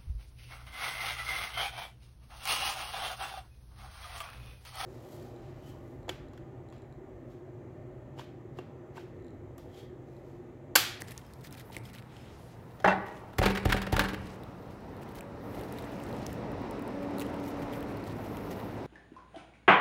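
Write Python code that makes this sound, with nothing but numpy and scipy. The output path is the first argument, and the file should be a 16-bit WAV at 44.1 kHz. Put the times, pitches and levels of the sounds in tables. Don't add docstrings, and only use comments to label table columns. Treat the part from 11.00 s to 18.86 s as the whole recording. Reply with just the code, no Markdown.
import sys
import numpy as np
from scipy import signal
from scipy.io import wavfile

SR = 44100
rng = np.random.default_rng(int(sys.argv[2]) if len(sys.argv) > 2 else 0)


def persist_wave(psi):
    counts = np.round(np.clip(psi, -1, 1) * 32767).astype(np.int16)
    wavfile.write(sys.argv[1], SR, np.atleast_2d(counts).T)


def ratio_of_db(decibels):
    return 10 ** (np.asarray(decibels, float) / 20)


N = 346747

# start_s, peak_db, edge_db, flat_db
KNIFE_TOUCHES = [(1.801, -37, 11.5, -8), (1.823, -50, 16, -8), (1.8437, -16.5, -4, -20),
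                 (1.8467, -12, -5, -18), (1.859, -16, -8, -20), (1.875, -12.5, -10, -2),
                 (1.878, -13.5, -3, -10), (1.885, -19, -12, 4), (1.903, -17.5, -9, -8),
                 (1.915, -21.5, -14, -15), (1.926, -23, -13, -15)]
# start_s, push_db
HEAD_KNOCKS = [
    (2.389, -16.5),
    (2.656, -16),
    (2.927, -17),
]
# pitch_hz, level_db, t60_s
TABLE_MODES = [(42, -6.5, 0.54), (85.6, 6, 0.052), (118, -10, 0.99), (194.3, -13, 0.43), (307, -4.5, 0.042),
               (363.4, -6, 0.052), (430, -6, 0.052), (567, -4.5, 0.041), (755, -5.5, 0.069),
               (904, -6, 0.042), (1238, -21, 0.091)]
# pitch_hz, level_db, t60_s
BLADE_MODES = [(3200, 4, 0.053), (4400, -10, 0.06), (5150, 1, 0.096), (6840, -17, 0.1), (9000, -13, 0.18),
               (10000, -24, 0.13), (12300, 2, .12), (13100, -8, .15)]


def unit(x):
    return x / np.sqrt(np.mean(x ** 2) + 1e-20)


def in_time(rows, outside=None):
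    s, *columns = np.transpose(rows)
    return [np.interp(np.arange(N) / SR, s, c, outside, outside) for c in columns]


def band(x, low_hz, high_hz, order=2):
    edges_hz = [low_hz, min(high_hz, .45 * SR)]
    return signal.sosfilt(signal.butter(order, edges_hz, "band", fs=SR, output="sos"), x)


def drift(rate_hz):
    r = np.exp(-80 * np.pi * rate_hz / SR)
    slow = signal.lfilter([1], [1, -2 * r, r * r], rng.standard_normal(N // 40 + 2002))[2000:]
    return np.interp(np.arange(N) / 40, np.arange(len(slow)), unit(slow))


def ring(clicks, hz, t60_s):
    r, w = ratio_of_db(-60 / (t60_s * SR)), 2 * np.pi * hz / SR
    return signal.lfilter([0, np.sin(w)], [1, -2 * r * np.cos(w), r * r], clicks + 1e-18)


def strike(modes, times_s, blow_db, scatter_db, contact_hz):
    at, out = (np.asarray(times_s) * SR).astype(int), np.zeros(N)
    first, luck = at.min(), rng.standard_normal((len(at), len(modes)))
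    ringing = out[first:at.max() + SR]
    for k, (hz, level_db, t60_s) in enumerate(modes):
        clicks = np.zeros(len(ringing))
        clicks[at - first] = ratio_of_db(blow_db + level_db + scatter_db * luck[:, k])
        ringing += (-1) ** k * ring(clicks, hz, np.clip(t60_s, .02, .7))
    soft = np.exp(-2 * np.pi * contact_hz / SR)
    return signal.lfilter([(1 - soft) ** 2], [1, -2 * soft, soft ** 2], out + 1e-18)


def grains(per_s, spread_db):
    sizes = ratio_of_db(spread_db * np.minimum(rng.exponential(1, N), 4)) * rng.choice([-1, 1], N)
    return unit(sizes * (rng.random(N) < per_s / SR))


def pressure(strokes):
    gain = np.zeros(N)
    for start_s, end_s, level_db in strokes:
        first = max(int(start_s * SR), 0)
        now = np.arange(first, min(int(end_s * SR), N)) / SR
        ramp_s = 0.00056 + 0.19 * abs(end_s - start_s)
        shape = np.clip(np.minimum(now - start_s, end_s - now) / ramp_s, 0, 1)
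        gain[first:first + len(now)] += ratio_of_db(level_db) * shape
    return gain


def tone(hz, level_db, wobble_db):
    gain = np.sqrt(2) * ratio_of_db(level_db + wobble_db * drift(8.2))
    return gain * np.sin(2 * np.pi * np.cumsum(hz) / SR)


def kitchen(x):
    # low_hz, high_hz, t60_s
    decays = [(61, 106, 1), (221, 550, 0.93), (740, 1340, 0.85), (1500, 3170, 0.71), (2730, 6000, 0.5),
              (5600, 10500, 0.35)]
    t = np.arange(SR) / SR
    white = rng.standard_normal(SR) * np.clip((t - .006) / 0.0078, 0, 1)
    tail = sum(band(white, low_hz, high_hz) * ratio_of_db(-60 * t / t60_s) for low_hz, high_hz, t60_s in decays)
    return signal.fftconvolve(x, unit(tail) / np.sqrt(SR))[:N]


def hiss():
    return ratio_of_db(-76.0) * unit(band(rng.standard_normal(N), 3000, 19000, order=1))


def street():
    # start_s, level_db
    swell = [(0, -50), (.32, -54.5), (.8, -51.5), (1.4, -52.5), (1.79, -52.5), (3.35, -47), (3.6, -47.5),
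             (4.0, -45.5), (4.4, -45), (4.55, -40), (4.9, -41.5), (5.2, -39), (5.45, -39.5), (5.8, -39),
             (6.6, -38.5), (7.1, -41), (7.5, -40), (7.86, -40.5)]
    # pitch_hz, density_db (per Hz)
    colour = [(15, -48), (25, -10), (107, -1.5), (147, -3.5), (253, -3.5), (286, -7.5), (316, -3),
              (557, -10.5), (1110, -14.5), (1350, -14), (2400, -26), (3400, -31.5), (4900, -35.5),
              (6700, -51), (9000, -63), (11700, -89), (19800, -120)]
    # level_db, share of the swell
    ranges = [(-46.5, 0.33), (-39.5, 1.067), (-51.5, 0.91)]
    # start_s, end_s, gain_db
    leans = [
        (4.49, 4.63, 1),
        (5.0, 5.75, -3),
        (6.45, 7.6, -6),
    ]
    passing_db = -40
    (swell_db,), together = in_time(swell), drift(5.3)
    white, edges_hz = rng.standard_normal((2, N)), 22 * 2 ** np.arange(0, 9.6, .5)
    table_hz, table_db = np.transpose(colour)
    layers = np.zeros((3, N))
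    for k, (low_hz, high_hz) in enumerate(zip(edges_hz, edges_hz[1:])):
        level_db = np.interp(np.log(low_hz * high_hz) / 2, np.log(table_hz), table_db)
        gain = ratio_of_db(level_db + 0.48 * together + 1.0 * drift(6.2))
        layers[int(low_hz > 170) + int(low_hz > 800)] += gain * band(white[k % 2], low_hz, high_hz)
    layers[0] *= 1 + pressure(leans)
    return sum(ratio_of_db(level_db + share * (swell_db - passing_db)) * unit(layer)
               for (level_db, share), layer in zip(ranges, layers))


def whine():
    # start_s, end_s, level_db
    swells = [
        (4.4, 5.3, -68),
        (5.2, 7.4, -62),
        (7.2, 7.86, -67.5),
    ]
    return pressure(swells) * ratio_of_db(1.8 * drift(3.7)) * unit(band(rng.standard_normal(N), 1880, 2560))


def motors():
    # start_s, level_db
    load = [(3.6, -56.5), (4.3, -58.5), (4.5, -49), (4.8, -52.5), (5.8, -46.5), (6.0, -39.5), (6.9, -44.5),
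            (7.1, -50.5), (7.87, -54)]
    # start_s, pitch_hz, level_db
    cooler = [(0, 128, -51.5), (.7, 125.3, -59.5), (1.7, 119.7, -53), (3.5, 118, -60.5), (5.7, 122, -50),
              (6.6, 121.4, -55.5), (6.95, 107.3, -50), (7.2, 107.1, -48), (7.86, 107.5, -45)]
    # start_s, end_s, level_db
    far_call = (4.1, 4.45, -56.5)
    load_db, = in_time(load, -120)
    pitch_hz = 284.3 * (1 + 0.0018 * drift(1.46))
    drone = tone(pitch_hz, load_db, 1.0) + pressure([far_call]) * tone(2 * pitch_hz, 0, 1.0)
    drone += tone(2 * pitch_hz, load_db - 8.5, 2.5)
    drone += tone(3 * pitch_hz, load_db - 24, 2.5)
    hum_hz, hum_db = in_time(cooler)
    return drone + tone(hum_hz * (1 + 0.0194 * drift(5.62)), hum_db, 3.2)


def rubbing():
    # start_s, level_db
    grip_rows = [(0, -60), (1.05, -71), (1.8, -64.5), (3.65, -68), (4.35, -83), (4.55, -55), (5.3, -53),
                 (5.5, -75), (6.3, -56), (7.86, -60.5)]
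    # start_s, end_s, crunch_db
    bite_rows = [(0, 0.019, -47), (0.03, .055, -66), (.135, .165, -67), (0.068, 0.131, -58),
                 (0.162, 0.204, -61), (0.43, 0.492, -57), (0.514, 0.56, -60), (0.56, 0.624, -56),
                 (0.715, 0.793, -54), (0.832, 0.918, -60), (0.929, 1.01, -57.5), (2.058, 2.078, -62),
                 (2.067, 2.22, -64.5), (3.185, 3.38, -61), (3.692, 3.76, -70), (4.007, 4.043, -63),
                 (4.08, 4.13, -64), (4.143, 4.2, -56.5), (4.767, 4.8, -59), (5.035, 5.181, -83),
                 (6.017, 6.064, -62), (6.207, 6.234, -47.5), (6.424, 6.526, -67), (6.59, 6.653, -62),
                 (6.697, 6.778, -68), (6.88, 6.934, -63), (7.06, 7.133, -59), (7.505, 7.543, -53), ]
    # start_s, end_s, rub_db
    glide_rows = [(.64, .716, -69), (4.385, 4.7, -70), (4.83, 4.95, -80), (6.44, 6.52, -65),
                  (6.72, 6.8, -66), (7.09, 7.79, -67)]
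    grip, bites, glides = ratio_of_db(in_time(grip_rows)[0]), pressure(bite_rows), pressure(glide_rows)
    bites_fine = pressure([(start_s, end_s, db - 5.5 - 63 * (end_s - start_s))
                           for start_s, end_s, db in bite_rows])
    crunch_gain = ratio_of_db(-6.5) * grip + bites + ratio_of_db(-10) * glides
    fine_gain = ratio_of_db(-17.5) * grip + bites_fine

    clumps = ratio_of_db(2.4 * drift(47))
    bursts, dealt = grains(3500, 1.1) * clumps, rng.integers(0, 8, N)
    crunch = np.zeros(N)
    for k, hz in enumerate(np.geomspace(2000, 10000, 8)):
        cells = ring(bursts * (dealt == k), hz, 8.8 / hz)
        crunch += ratio_of_db(3.0 * drift(21)) * cells * (hz / 3000) ** -.3
    dense = grains(11000, 5.2)
    fine = band(dense * clumps ** 1.2, 10000, 16000)
    smooth = band(dense * ratio_of_db(0.79 * drift(25)), 11000, 15500)
    return crunch_gain * unit(crunch) + fine_gain * unit(fine) + glides * unit(smooth)


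def swish():
    # start_s, end_s, level_db, low_hz, high_hz
    sweeps = [
        (1.07, 1.357, -62, 1400, 3800),
        (1.1, 1.296, -73, 3500, 7740),
        (1.28, 1.58, -67, 2000, 7000),
        (1.36, 1.53, -71, 6000, 12000),
    ]
    white = rng.standard_normal(N)
    air = sum(pressure([(start_s, end_s, db)]) * unit(band(white, low_hz, high_hz))
              for start_s, end_s, db, low_hz, high_hz in sweeps)
    song = sum(ratio_of_db(level_db / 2) * unit(ring(white, hz, t60_s)) for hz, level_db, t60_s in BLADE_MODES[:6])
    return air + pressure([(1.13, 1.3, -78)]) * song


def blade():
    # start_s, flick_db
    flicks = [(.02, -65), (.085, -69), (.119, -65), (.265, -68), (0.337, -73), (0.599, -64), (0.855, -57),
              (.95, -64), (1.167, -70), (1.213, -70)]
    # start_s, end_s, start_hz, end_hz, level_db
    squeaks = [(1.555, 1.6, 12800, 15700, -82), (1.605, 1.648, 14300, 15700, -79),
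               (1.715, 1.81, 15200, 15050, -78), (.35, .405, 13000, 12800, -78),
               (3.585, 3.635, 11600, 15800, -78), (3.6, 3.67, 12200, 15900, -78),
               (3.72, 3.8, 11200, 10900, -83), (3.89, 3.99, 14200, 14700, -80),
               (3.91, 3.97, 12500, 12900, -81), (4.06, 4.145, 15800, 14000, -78),
               (1.63, 1.65, 13300, 14600, -84), (1.68, 1.7, 15200, 15800, -82),
               (1.7, 1.745, 14000, 14400, -83), (1.69, 1.74, 10500, 10700, -84),
               (1.68, 1.8, 12600, 13000, -84)]
    s, flick_db = np.transpose(flicks)
    out = strike(BLADE_MODES, s, flick_db, 2.9, 12000)
    for start_s, end_s, start_hz, end_hz, level_db in squeaks:
        done = np.linspace(0, 1, int((end_s - start_s) * SR))
        turns = np.cumsum(start_hz + (end_hz - start_hz) * done) / SR
        swell = np.sqrt(2 * np.sin(np.pi * done).clip(0))
        out[int(start_s * SR):][:len(done)] += ratio_of_db(level_db) * swell * np.sin(2 * np.pi * turns)
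    return out


def snaps(rows, trim_db, t60_s, bright_hz, body_hz):
    out, t = np.zeros(N + 2048), np.arange(1024) / SR
    shape = ratio_of_db(-60 * t / t60_s) * (t / 0.0011).clip(0, 1) ** 2
    puffs = rng.standard_normal((len(rows), len(t))) * shape
    pitch_luck = rng.uniform(-1, 1, len(rows))
    for (s, peak_db, body_db, *pop_hz), puff, luck in zip(rows, puffs, pitch_luck):
        hz = bright_hz * 1.28 ** luck * ratio_of_db(-.2 * (peak_db + 35.0))
        pop = pop_hz[0] if pop_hz else body_hz * 0.81 ** -luck
        bright, dull = band(puff, hz / 2, hz * 2), band(puff, pop / 1.15, pop * 1.02, order=1)
        snap = bright / np.abs(bright).max() + ratio_of_db(body_db + 4.0) * dull / np.abs(dull).max()
        out[int(s * SR):][:len(t)] += ratio_of_db(peak_db + trim_db) * snap
    return out[:N]


def digging():
    # start_s, peak_db, pop_db, pop_hz (a few only)
    ribs = [(3.434, -44, -3.5), (4.154, -38, -9), (4.1904, -49, -3), (4.2074, -35, -3.5, 2600),
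            (4.6109, -43, -7), (4.7236, -35, -20), (5, -43, -2, 3000), (4.785, -38, -1),
            (4.8225, -38.5, -15), (5.036, -39.5, -12), (5.0644, -47, -2), (5.1267, -43, 0),
            (5.2645, -35, 2, 6000), (5.3286, -35.5, -17), (5.5174, -41.5, -11), (5.7094, -37.5, -17),
            (5.7937, -42, -33), (5.8217, -39, -12), (5.877, -40, -17), (6.1828, -32, -9), (6.1955, -30, -4),
            (6.203, -29.5, -13), (6.2646, -40, -3.5), (6.341, -44, 0), (6.8059, -39, -9), (6.8268, -38, -7),
            (6.9701, -42, -7), (7.0389, -44, -3), (7.3696, -36.5, -7), (7.6001, -40, -6)]
    # start_s, peak_db
    veins = [(0.0194, -41), (0.0444, -51), (0.1944, -56), (0.2328, -56), (0.2872, -60), (0.3081, -57),
             (0.3894, -58), (0.409, -44), (0.4144, -49), (0.471, -42), (0.509, -42), (0.8364, -49),
             (0.8833, -54), (3.6778, -58), (3.74, -58), (3.8054, -53), (3.8918, -54), (3.9664, -48),
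             (3.9754, -52), (3.9956, -54), (4.0136, -56), (4.0204, -54), (4.0315, -47), (4.0484, -61),
             (4.059, -56), (4.0791, -55), (4.0901, -46), (4.1134, -53), (4.1213, -50), (4.1424, -53),
             (4.1486, -45), (4.1674, -47), (4.1794, -50), (4.2284, -54), (4.5142, -55), (4.6349, -39.5),
             (4.9208, -47), (5.5808, -54), (5.6167, -46), (5.9066, -55), (6.0273, -47), (6.1089, -50),
             (6.4399, -47), (6.484, -42), (6.594, -52), (6.7277, -44), (6.8699, -52), (6.894, -55),
             (7.0738, -44), (7.4755, -52), (7.5124, -46)]
    ticks = [(s, db, -9) for s, db in veins]
    return snaps(ribs, -1.6, 0.0075, 10300, 3800) + snaps(ticks, -1.6, 0.0044, 7800, 4200)


def cutting():
    # start_s, peak_db, pop_db, pop_hz
    ribs = [(0.019, -29.5, 0.5, 2040), (0.0834, -37, -8, 2020), (0.1086, -35.5, -14, 4440),
            (0.1186, -37, -7, 2680), (0.1772, -36, 3, 6300), (0.2644, -49, -14, 2040),
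            (0.3356, -41, -11, 5600), (0.4454, -47, -10, 2200), (0.4574, -47, -16, 2440),
            (0.5257, -33, -17, 1500), (0.5504, -45, -1, 2050), (0.5771, -48, 1, 2180),
            (0.597, -38, -6, 3730), (0.612, -46, -11, 2010), (0.7108, -46, -10, 3300),
            (0.7293, -43, -20, 2690), (0.7659, -34, 6.5, 2260), (0.7847, -43, -16, 2600),
            (0.853, -48, 5, 3600), (0.9323, -41, -16, 2390), (0.949, -42, 1, 2290), (0.9842, -49, 5, 4160),
            (1.0231, -61, 14.5, 2400), (1.166, -61, 17, 3080)]
    return snaps(ribs, -3.0, 0.0033, 6200, 1400)


def knife_flat():
    # pitch_hz, level_db, t60_s
    modes = [(2690, -11.5, 0.21), (6200, -24, .12), (7250, -41, .1), (5500, -34, .08)]
    s, peak_db, edge_db, flat_db = np.transpose(KNIFE_TOUCHES)
    resting_s = np.clip(np.arange(N) / SR - 1.925, 0, 1)
    return strike(modes, s, peak_db + flat_db - 9.5, 1.6, 7000) * ratio_of_db(-60 * resting_s / .04)


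def knife():
    # pitch_hz, level_db, t60_s
    body_modes = [(191, -5, 0.34), (324, -13, 0.1), (398, -0.5, 0.023), (556, -2, 0.056), (592, -7.5, 0.2),
                  (624, -3, 0.083), (676, -11, 0.069), (757, -4, 0.16), (815, 0.5, 0.088),
                  (928.5, -1.5, 0.12), (990, -17.5, .12), (1380, -17, 0.17), (1494, 2, 0.077),
                  (1910, -24, 0.092), (1670, -0.5, 0.038), (1890, 5.5, 0.018), (2040, -11, 0.063),
                  (2200, -34, .08)]
    # pitch_hz, level_db, t60_s
    edge_modes = [(3430, -21, .05), (3150, -25, .07), (3750, -25, .05), (4370, -29, .04), (5230, -29, .12),
                  (6000, -31, .05), (7000, -34, .04), (12200, -33, .086)]
    s, peak_db, edge_db, flat_db = np.transpose(KNIFE_TOUCHES)
    body = strike(body_modes, s, peak_db - 12.0, 6.2, 3900)
    body += strike(edge_modes, s, peak_db + edge_db - 7.0, 2.2, 9000)
    touches = np.zeros((3, N))
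    touches[:, (s * SR).astype(int)] = ratio_of_db([peak_db - 13.5, peak_db + edge_db - 27, peak_db - 30.5])
    thud, edge, grit = (signal.lfilter([1], [1, -ratio_of_db(-60 / (t60_s * SR))], row + 1e-18)
                        for row, t60_s in zip(touches, (.07, .03, .12)))
    white = rng.standard_normal(N)
    crack = band(thud * unit(band(white, 720, 1640)), 580, 3300)
    crack += edge * unit(band(white, 3200, 5800, order=1))
    crack += grit * unit(band(white, 2340, 4020))
    return body + crack


def rattles():
    # start_s, peak_db, board_db, rise_s, t60_s
    jolts = [(2.3332, -41.5, -22, 0.0024, 0.043), (2.3863, -12, -19, 0.003, 0.039),
             (2.415, -26.5, 12.5, .001, 0.045), (2.4283, -17, -7.5, 0.0035, 0.088),
             (2.438, -25.5, 11, .003, 0.063), (2.4586, -12, -9.5, 0.0025, 0.063),
             (2.4771, -25, -4, 0.0046, 0.074), (2.5022, -22, -6, 0.0039, 0.075),
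             (2.515, -33, -4, 0.0037, 0.044), (2.5559, -19, -27, 0.0058, 0.075),
             (2.5777, -17.5, -13, 0.0052, 0.051), (2.6, -37, -10, .004, 0.06),
             (2.629, -35, -7, .004, 0.079), (2.6547, -15, -25, 0.0029, 0.039), (2.673, -28, -3, .005, 0.08),
             (2.697, -13, -19.5, 0.0053, 0.074), (2.7249, -10.5, -24, 0.0044, 0.063),
             (2.743, -28.5, 7, 0.0054, .07), (2.7672, -23.5, -7, .003, 0.066),
             (2.784, -31, -3, 0.0044, 0.048), (2.8171, -24, -15, 0.0014, 0.058),
             (2.83, -32, -19, 0.0035, 0.039), (2.866, -29, -4, .001, 0.044),
             (2.872, -28.5, -3.5, .003, 0.053), (2.926, -17.5, -23, 0.0027, 0.046),
             (2.9417, -25, -2, 0.0038, 0.073), (2.9645, -21.5, -27, .002, 0.073),
             (2.981, -29, 9, .004, .07), (2.9933, -13, -17, 0.00084, 0.046),
             (3.004, -22.5, -6, 0.0042, 0.052), (3.011, -19.5, -7, 0.0032, 0.061),
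             (3.04, -25, -15.5, 0.0033, 0.084), (3.0561, -29, -1.5, .003, 0.043),
             (3.087, -26, -15, 0.0033, 0.07), (3.103, -35, -15, .004, 0.052),
             (3.1329, -28.5, -5, .001, 0.046), (3.1423, -29.5, -10, .003, 0.048)]
    # pitch_hz, width_hz, level_db
    leaf_body = [(1500, 810, 4), (1940, 506, 4.5), (2600, 636, 0.5), (3250, 1280, -0.5),
                 (4700, 3460, -10.5)]
    rows, landings_s = np.array(jolts), np.transpose(HEAD_KNOCKS)[0]
    body, spray, t = np.zeros(N), np.zeros(N), np.arange(8192) / SR
    for s, peak_db, board_db, rise_s, t60_s in rows:
        landing = np.abs(landings_s - s).min() < .01
        treble_db = -5 if landing else -10
        treble_db -= 2 * max(board_db + 6.5, 0)
        rise_s = np.clip(rise_s, .0003, .012)
        decay = ratio_of_db(peak_db - 4.0 - 60 * t / np.clip(t60_s, .01, .2))
        shape = decay * (1 - np.exp(-t / rise_s)) ** 4 * 1.31
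        first = int((s - 1.9 * rise_s) * SR)
        body[first:][:len(t)] += shape
        spray[first:][:len(t)] += shape * ratio_of_db(treble_db - 60 * t / 0.13)
    grain = grains(6000, 3.2) * ratio_of_db(2.3 * drift(130))
    leaf = sum(ratio_of_db(level_db) * (-1) ** k * unit(ring(body * grain, hz, 1.38 / width_hz))
               for k, (hz, width_hz, level_db) in enumerate(leaf_body))
    leaf = unit(leaf) * np.sqrt(np.mean(body ** 2))
    taps = strike(TABLE_MODES[3:], rows[:, 0], rows[:, 1] + rows[:, 2] - 3, 6.44, 1060)
    return leaf + spray * unit(band(grain, 2800, 16300)) + taps


def knocks():
    # start_s, tap_db
    rock_taps = [(0.019, -44.5), (0.551, -54), (.70, -47), (0.766, -38), (0.949, -54), (2.235, -40)]
    s, push_db = np.transpose(HEAD_KNOCKS)
    deep = sum(strike([mode], s + 0.001, push_db - 2.5, 0.45, 330) for mode in TABLE_MODES[:3])
    rocks = strike(TABLE_MODES[2:], *np.transpose(rock_taps), 4.6, 2200)
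    return strike(TABLE_MODES[3:], s - .002, push_db - .6, 0.66, 980) - deep + rocks


def scene():
    board = knife() + knocks() + rattles()
    leaves = blade() + swish() + cutting() + digging()
    room = kitchen(ratio_of_db(-13.5) * board + ratio_of_db(-17.5) * leaves)
    background = street() + whine() + motors() + hiss()
    return (board + knife_flat() + leaves + rubbing() + room + background)[None]


def band_limit(x):
    return signal.sosfilt(signal.butter(12, 16660, fs=SR, output="sos"), x)


def record(dry):
    low_cut = signal.butter(6, 36, "high", fs=SR, output="sos")
    top_cut = signal.ellip(8, .5, 32, 15780, fs=SR, output="sos")
    mix = signal.sosfilt(top_cut, signal.sosfilt(low_cut, dry))
    return band_limit(mix)


dry = scene()
out = record(dry)
persist_wave(out)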